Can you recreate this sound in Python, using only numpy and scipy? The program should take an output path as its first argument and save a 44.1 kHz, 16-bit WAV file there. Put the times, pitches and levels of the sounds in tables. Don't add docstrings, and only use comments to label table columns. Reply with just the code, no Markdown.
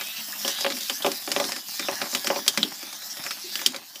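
import sys
import numpy as np
from scipy import signal
from scipy.fft import rfft, irfft, next_fast_len
from scipy.io import wavfile
from scipy.ndimage import map_coordinates

SR = 44100
rng = np.random.default_rng(int(sys.argv[2]) if len(sys.argv) > 2 else 0)


def store_pcm(level_fs):
    pcm = np.round(np.clip(level_fs, -1, 1) * 32767).astype(np.int16)
    wavfile.write(sys.argv[1], SR, np.atleast_2d(pcm).T)


N = 176400


# time in seconds, turns per second.
MOTOR_SPEED = [(0, 212), (.06, 210), (.12, 219), (.17, 221), (.22, 216), (.27, 204), (.31, 204), (.37, 211),
               (.44, 194), (.52, 182), (.59, 187), (.64, 178), (.73, 189), (.79, 182), (.89, 176),
               (1.04, 201), (1.19, 199), (1.25, 187), (1.33, 190), (1.44, 205), (1.5, 208), (1.61, 187),
               (1.68, 202), (1.73, 196), (1.78, 202), (1.85, 200), (1.97, 211), (2.03, 212), (2.13, 183),
               (2.2, 184), (2.3, 189), (2.45, 192), (2.69, 174), (2.77, 192), (2.89, 195), (3.0, 211),
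               (3.1, 219), (3.28, 194), (3.35, 167), (3.43, 173), (3.51, 187), (3.62, 192), (3.81, 169),
               (3.92, 175), (4, 176)]
def motor_turns(flutter=.005):
    return np.cumsum(curve(MOTOR_SPEED) * (1 + flutter * wobble(40))) / SR


# time in seconds, level in dB.
WHIRR_LEVEL = [(0.0, -41), (0.15, -42), (0.22, -40), (0.34, -39), (0.5, -33), (0.58, -37), (0.72, -37),
               (0.84, -35.5), (1.04, -40), (1.15, -38), (1.24, -39), (1.47, -34), (1.61, -35.5),
               (1.63, -43), (1.665, -43), (1.7, -36.5), (1.94, -38), (2.07, -37), (2.22, -36.5),
               (2.29, -40), (2.43, -39), (2.49, -41), (2.7, -41), (2.94, -44), (3.02, -42.5), (3.11, -38),
               (3.19, -40), (3.27, -38), (3.45, -42), (3.53, -40), (3.58, -38), (3.69, -40), (3.74, -46),
               (3.88, -48), (3.99, -46)]
# frequency in Hz, level in dB.
WHIRR_SPECTRUM = [(100, -78), (1500, -26), (3000, -47), (4000, -6.5), (4700, 1.5), (5400, 3.5), (6300, 0.5),
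                  (7600, -4.5), (8600, -12.5), (11000, -7), (16000, -13.5)]
def gear_whirr(turns, level_db=-0.5, tick_db=-9, flicker_db=2.46):
    teeth = rubbing(turns, noise_share=.48, pulse_db=2)
    teeth += amp(tick_db) * ticks(per_s=73, t60=0.005)
    whirr = swirl(coloured(teeth, WHIRR_SPECTRUM), depth_db=2.5)
    return whirr * amp(curve(WHIRR_LEVEL) + level_db + flicker_db * wobble(30.3))


# time in seconds, level in dB.
GRIND_LEVEL = [(0.0, -42), (0.27, -44), (0.47, -38), (0.65, -38), (0.73, -42), (1.09, -40), (1.19, -45),
               (1.26, -45), (1.31, -40), (1.38, -39), (1.65, -46), (1.83, -40), (2.02, -42), (2.22, -40),
               (2.37, -43), (2.62, -44), (2.93, -48), (3.28, -45), (3.51, -45), (3.6, -42), (3.86, -54),
               (3.99, -55)]
# frequency in Hz, level in dB.
GRIND_SPECTRUM = [(60, -60), (110, -31), (150, -48), (205, 0.5), (400, -24), (900, -13.5), (1700, 4.5),
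                  (2300, -4), (3000, 2.5), (3900, 5.5), (5000, -10.5), (9000, -13)]
def gear_grind(turns, level_db=2):
    grind = coloured(rubbing(turns, noise_share=.56, pulse_db=2), GRIND_SPECTRUM)
    return swirl(grind, depth_db=4) * amp(curve(GRIND_LEVEL) + level_db)


def gear_mesh(turns, teeth=26, width_hz=800, level_db=-7, surge_db=1.5, pulse_db=3):
    phase = 2 * np.pi * teeth * turns
    rasp = wobble(width_hz) * np.cos(phase) + wobble(width_hz) * np.sin(phase)
    swell = amp(surge_db * wobble(18) + pulse_db * np.cos(2 * np.pi * turns))
    return unit(rasp * swell) * amp(curve(WHIRR_LEVEL) + level_db)


# time in seconds, level in dB.
FIZZ_LEVEL = [(0.0, -37.5), (0.43, -38), (0.69, -45), (0.79, -39), (1.07, -37.5), (1.31, -41), (1.46, -43),
              (1.58, -52), (1.65, -43), (1.7, -38.5), (1.8, -42), (2.0, -41.5), (2.22, -39), (2.31, -42),
              (2.46, -42), (2.57, -46), (3.15, -44), (3.44, -48.5), (3.58, -39), (3.61, -40), (3.7, -59),
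              (3.77, -55), (3.99, -48)]
# frequency in Hz, level in dB.
FIZZ_SPECTRUM = [(100, -85), (3000, -17), (7000, -3.5), (9000, -7.5), (10500, -2), (12000, 1.5),
                 (13300, 4.5), (14700, 4.5), (16000, 3)]
def brush_fizz(turns, level_db=1):
    fizz = coloured(rubbing(turns, noise_share=.34, pulse_db=0), FIZZ_SPECTRUM)
    return swirl(fizz, depth_db=2.3) * amp(curve(FIZZ_LEVEL) + level_db)


# start in seconds, level in dB, shell
# pitch in Hz, then offsets in dB for table thud, hollow knock, clack, shell ring and crack.
BLOWS = [(0.009, -18.5, 3060, -35, -19.5, -14, -13, -15), (1.824, -21.5, 3360, -36, -26, -13, -20, -24),
         (2.127, -19.5, 3200, -17, -14.5, -19, -22, -26), (2.462, -20.5, 3300, -25, -15, -16, -14, -14),
         (3.018, -25, 3540, -44, -26, -18, -14, -16), (0.446, -17.5, 3010, -16, -8.5, -30, -2, -19),
         (0.477, -12, 3350, -31, -16.5, -22, -9, -13), (0.607, -14, 3700, -30, -21, -22.5, -17, -13),
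         (0.644, -11, 2940, -28, -8.5, -14.5, -11, -36), (0.662, -11, 2980, -21.5, -9.5, -14.5, -9, -24),
         (0.7, -16.5, 3520, -22, -17, -14.5, -8.5, -16), (0.719, -16, 3770, -31.5, -19, -17.5, -8, -20),
         (0.766, -16, 2920, -34, -25, -20.5, -17, -18), (0.805, -17, 3600, -43, -27, -33, -10, -14.5),
         (0.895, -10, 3110, -34, -20, -19, -7, -17.5), (1.02, -20.5, 3400, -44, -23, -24, -0.5, -16),
         (1.044, -11, 3000, -20, -4.5, -17.5, -10, -27),
         (1.061, -4.5, 2830, -19.5, -11.5, -22.5, -14.5, -23), (1.115, -18, 3420, -32, -19, -17, -14, -9.5),
         (1.274, -12, 3700, -20, -15.5, -21, -18, -30), (1.315, -6.5, 3050, -36, -23, -21.5, -15.5, -15.5),
         (1.361, -8, 3100, -21.5, -10.5, -17.5, -10, -24.5), (1.398, -10, 3500, -23, -7, -17, -11.5, -19.5),
         (1.439, -11.5, 3830, -22.5, -20, -21.5, -12, -19), (1.518, -13, 3300, -37, -22.5, -17, -16, -15),
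         (1.561, -17.5, 3370, -24, -22, -16, -16, -15), (1.793, -12.5, 3770, -22.5, -22.5, -16, -18, -16.5),
         (1.883, -14, 3020, -22, -5.5, -12, -13, -42), (2.014, -15, 3970, -22, -12.5, -10, -7, -18),
         (2.055, -19.5, 3500, -25, -16, -19, -20, -20), (2.147, -9.5, 3300, -30, -19.5, -15.5, -8, -13.5),
         (2.243, -14, 3380, -32, -16, -24, -18, -15.5), (2.269, -11.5, 3240, -19, -23, -13, -8, -12.5),
         (2.3, -6, 2980, -22.5, -8.5, -19, -20, -44), (2.358, -12.5, 3670, -21, -9.5, -19, -16.5, -35),
         (2.477, -0.5, 3270, -44, -34, -25.5, -9, -13.5), (2.573, -8, 3470, -26, -19, -13, -11.5, -14.5),
         (2.628, -5, 3400, -25.5, -31, -26, -3.5, -24), (2.827, -18, 3380, -24, -24.5, -23, -31, -19),
         (2.926, -29.5, 3020, -48, -20, -16, -19, -6.5), (3.168, -27, 3480, -39, -14, -13, -12, -11),
         (3.236, -23.5, 2900, -33, -28, -15, -25, -11.5), (3.262, -23.5, 3670, -51, -15.5, -5, -20, -12),
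         (3.306, -14, 3740, -36, -28, -15, -11, -16.5), (3.553, -12, 3080, -32.5, -34, -21.5, -8.5, -15),
         (3.59, -21, 2800, -26, -30, -12, -26, -31), (3.613, -16, 3770, -35, -22.5, -19, -16, -17.5),
         (3.66, -2, 3230, -32, -43, -28, -6, -13), (3.743, -23, 3480, -41, -10, -10, -10, -20),
         (3.76, -17.5, 3800, -28, -24, -19.5, -11, -17), (3.955, -23, 3120, -29, -25, -25, -7.5, -18)]
# low and high edge in Hz, 60 dB decay time in seconds, gain in dB.
BLOW_PARTS = [(213, 378, 0.24, -5), (383, 1124, 0.13, -7.5), (1313, 2710, 0.057, -5.5),
              (2900, 3890, 0.026, -11.5), (4450, 8220, 0.035, -4.5)]
def knocks(strike_db=16.5, room_db=-12.5, room_t60=0.12, contact_s=.002, usual_ring_hz=3270):
    size = 13000
    out, t = np.zeros(N + size), np.arange(size) / SR
    push = np.hanning(10) / 2
    names = ("thud", "knock", "clack", "ring", "crack")
    for start, level_db, ring_hz, *parts_db in BLOWS:
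        onset = round((start + contact_s) * SR)
        for name, part_db, (lo_hz, hi_hz, t60, gain_db) in zip(names, parts_db, BLOW_PARTS):
            decay = amp(-60 * t / t60) + amp(room_db - 60 * t / room_t60)
            burst = rng.standard_normal(size) * decay
            burst[:len(push)] += amp(strike_db) * push
            shift = ring_hz / usual_ring_hz if name == "ring" else 1
            ring = filtered(burst, lambda f: body(f / shift))
            part = band(ring, lo_hz * shift, hi_hz * shift, order=2 if name == "thud" else 3)
            if name == "crack":
                part += amp(-8.5) * band(ring, hi_hz, 20200)
            if name == "knock":
                part = amp(-5) * unit_attack(part, t) + hollow_table(t)
            out[onset:onset + size] += amp(level_db + part_db + gain_db) * unit_attack(part, t)
    return out[:N]


# centre in Hz, width in Hz, gain in dB.
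BODY_RESONANCES = [(215, 7, -5), (265, 150, -3), (383, 18, -6), (611, 130, -9.5), (803, 130, 4.5),
                   (1030, 27, 3), (1180, 84, 3), (1660, 100, -15), (2007, 71, -4.5), (2400, 170, -3.5),
                   (3240, 190, 1.5), (4660, 910, 2.5)]
def body(f, direct_db=0.5):
    return amp(direct_db) + sum(amp(db) * 1j * f * width / (hz * hz - f * f + 1j * f * width)
                                for hz, width, db in BODY_RESONANCES)


# pitch in Hz, level in dB, 60 dB decay time in seconds.
TABLE_MODES = [(395, -8, .13), (560, -1, .11), (710, -13, .11), (990, -11, .05)]
def hollow_table(t, rise_s=.0012):
    ring = np.zeros(len(t))
    for hz, db, t60 in TABLE_MODES:
        decay = amp(db + rng.normal(0, 1.8) - 60 * t / t60)
        pitch_hz = hz * (1 + .015 * rng.standard_normal())
        ring += decay * 2 * np.cos(2 * np.pi * pitch_hz * t)
    return band(ring * (1 - np.exp(-t / rise_s)), 257, 2800, order=2)


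# time in seconds, level in dB.
CHATTER_LEVEL = [(0.0, -47), (0.1, -54), (0.2, -57), (0.33, -53), (0.48, -47), (0.56, -52), (0.67, -45),
                 (0.79, -58), (0.88, -63), (0.99, -55), (1.08, -46), (1.18, -52), (1.25, -54), (1.4, -44),
                 (1.46, -47), (1.65, -57), (1.76, -60), (1.86, -49), (2.23, -49), (2.33, -44), (2.44, -52),
                 (2.64, -48), (2.7, -53), (2.84, -51), (3.01, -55), (3.28, -50), (3.35, -56), (3.54, -55),
                 (3.59, -50), (3.71, -53), (3.88, -60), (3.99, -61)]
# frequency in Hz, level in dB.
CHATTER_SPECTRUM = [(30, -55), (60, -24), (90, -10.5), (150, -2), (220, -1.5), (300, 3.5), (450, -15),
                    (600, 1), (800, 4.5), (1300, -1.5), (2000, -1.5), (3500, -14), (8000, -36),
                    (16000, -43)]
def casing_chatter(turns, level_db=4.5, buzz_db=-4):
    patter = ticks(per_s=55, t60=0.061)
    buzz = amp(buzz_db) * rubbing(turns, noise_share=0.9, pulse_db=-1.5)
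    return coloured(patter + buzz, CHATTER_SPECTRUM) * amp(curve(CHATTER_LEVEL) + level_db)


# start in seconds, length in seconds, level in dB, squeal in Hz.
SCRAPES = [(0.0, 0.033, -41, 2400), (0.15, 0.063, -36.5, 2830), (0.326, 0.018, -37, 1690),
           (0.484, 0.048, -33, 3100), (0.802, 0.11, -39, 3630), (2.262, 0.0081, -29, 5600),
           (3.1, 0.033, -34, 5660), (3.514, 0.036, -35.5, 4900)]
def skids(turns, half_width=0.05, fade_s=0.0019):
    out, t = np.zeros(N), np.arange(N) / SR
    for start, length, db, hz in SCRAPES:
        friction = rubbing(turns, noise_share=0.45, pulse_db=-1)
        scrape = unit(band(friction, hz * (1 - half_width), hz * (1 + half_width), order=1))
        gate = np.clip(np.minimum(t - start, start + length - t) / fade_s, 0, 1)
        out += amp(db) * scrape * gate
    return out


# frequency in Hz, level in dB.
RATTLE_SPECTRUM = [(300, -42), (800, -4.5), (1700, 0), (3000, 1), (5500, 8), (9000, 9), (16000, -10)]
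def plastic_rattle(level_db=-5):
    clicks = filtered(ticks(per_s=130, t60=0.008), body)
    return coloured(clicks, RATTLE_SPECTRUM) * amp(curve(GRIND_LEVEL) + level_db)


# start in seconds, level in dB, pitch in Hz.
SOFT_BUMPS = [(0.182, -48.5, 215), (0.732, -36.5, 255.2), (0.903, -43, 270), (2.577, -30, 214),
              (2.64, -37.5, 265), (3.441, -42, 359), (3.693, -41.5, 263)]
def rocking_bumps(rise_s=0.0034, t60=0.2, waver_rad=0.88):
    out = np.zeros(N)
    for start, db, hz in SOFT_BUMPS:
        t = np.maximum(np.arange(N) / SR - start, 0)
        envelope = amp(db - 60 * t / t60) * (1 - np.exp(-t / rise_s))
        out += envelope * 2 * np.sin(2 * np.pi * hz * t + waver_rad * wobble(90))
    return out


def rubbing(turns, noise_share, pulse_db, pole_db=4, uneven_db=4, renewals_per_s=28):
    count, size = 100, 4096
    order = np.arange(count)
    weight = amp(pole_db * (order % 3 == 0)) * (order > 0)
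    draws = rng.standard_normal((count, count, 3))
    phases = np.arctan2(draws[..., 0], draws[..., 1])
    patterns = irfft(weight * amp(uneven_db * draws[..., 2]) * np.exp(1j * phases), size)
    position = [np.arange(N) / SR * renewals_per_s, turns % 1 * size]
    repeating = unit(map_coordinates(patterns, position, order=2, mode="grid-wrap"))
    friction = np.sqrt(1 - noise_share) * repeating + np.sqrt(noise_share) * rng.standard_normal(N)
    return friction * amp(pulse_db * np.cos(2 * np.pi * turns))


def ticks(per_s, t60, spread_db=6):
    hits = (rng.random(N) < per_s / SR) * amp(spread_db * np.clip(rng.standard_normal(N), -2, 2))
    power = signal.lfilter([1], [1, -amp(-120 / (t60 * SR))], hits ** 2)
    return unit(np.sqrt(power) * rng.standard_normal(N))


def swirl(x, depth_db, spin_hz=2.7, reflection=0.21, patch_hz=594, patch_s=.09):
    n = np.arange(N)
    spin = 2 * np.pi * spin_hz * n / SR + wobble(1.6)
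    delay_s = 0.000308 * (1 + 0.39 * np.sin(spin))
    x = x + reflection * map_coordinates(x, [n - SR * delay_s])
    spectra = signal.stft(x, nperseg=512)[2]
    bins, frames = np.indices(spectra.shape)
    patch = [bins * SR / 512 / patch_hz, frames * 256 / SR / patch_s]
    swells = map_coordinates(rng.standard_normal((64, 128)), patch, mode="wrap")
    return unit(signal.istft(spectra * amp(depth_db * swells), nperseg=512)[1][:N])


def amp(db):
    return 10 ** (np.asarray(db) / 20)


def unit(x):
    return x / np.sqrt(np.mean(x ** 2) + 1e-20)


def unit_attack(x, t, span_s=0.022):
    return x / np.sqrt(np.sum(x ** 2 * np.exp(-(t / span_s) ** 2)) / (span_s * SR))


def curve(rows):
    return np.interp(np.arange(N) / SR, *np.transpose(rows))


def wobble(rate):
    return map_coordinates(rng.standard_normal(5000), [np.arange(N) * rate / SR], mode="wrap")


def filtered(x, response):
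    size = next_fast_len(len(x) + 8192)
    return irfft(rfft(x, size) * response(np.fft.rfftfreq(size, 1 / SR)), size)[:len(x)]


def coloured(x, points):
    hz, db = np.transpose(points)
    return unit(filtered(x, lambda f: amp(np.interp(np.log(f + 1), np.log(hz), db))))


def band(x, lo_hz, hi_hz, order=3):
    edges = [lo_hz, min(hi_hz, SR / 2 - 100)]
    return signal.sosfilt(signal.butter(order, edges, "band", fs=SR, output="sos"), x)


def scene():
    turns = motor_turns()
    motor = gear_grind(turns) + gear_whirr(turns) + brush_fizz(turns) + gear_mesh(turns)
    casing = plastic_rattle() + casing_chatter(turns) + skids(turns)
    return (motor + casing + knocks() + rocking_bumps())[None]


def record(dry, low_cut_hz=60, top_hz=15500):
    low_cut = signal.butter(2, low_cut_hz, "high", fs=SR, output="sos")
    clipped = signal.sosfilt(low_cut, np.clip(dry[0], -1, 1))
    return filtered(clipped, lambda f: f < top_hz)[None]


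dry = scene()
out = record(dry)
store_pcm(out)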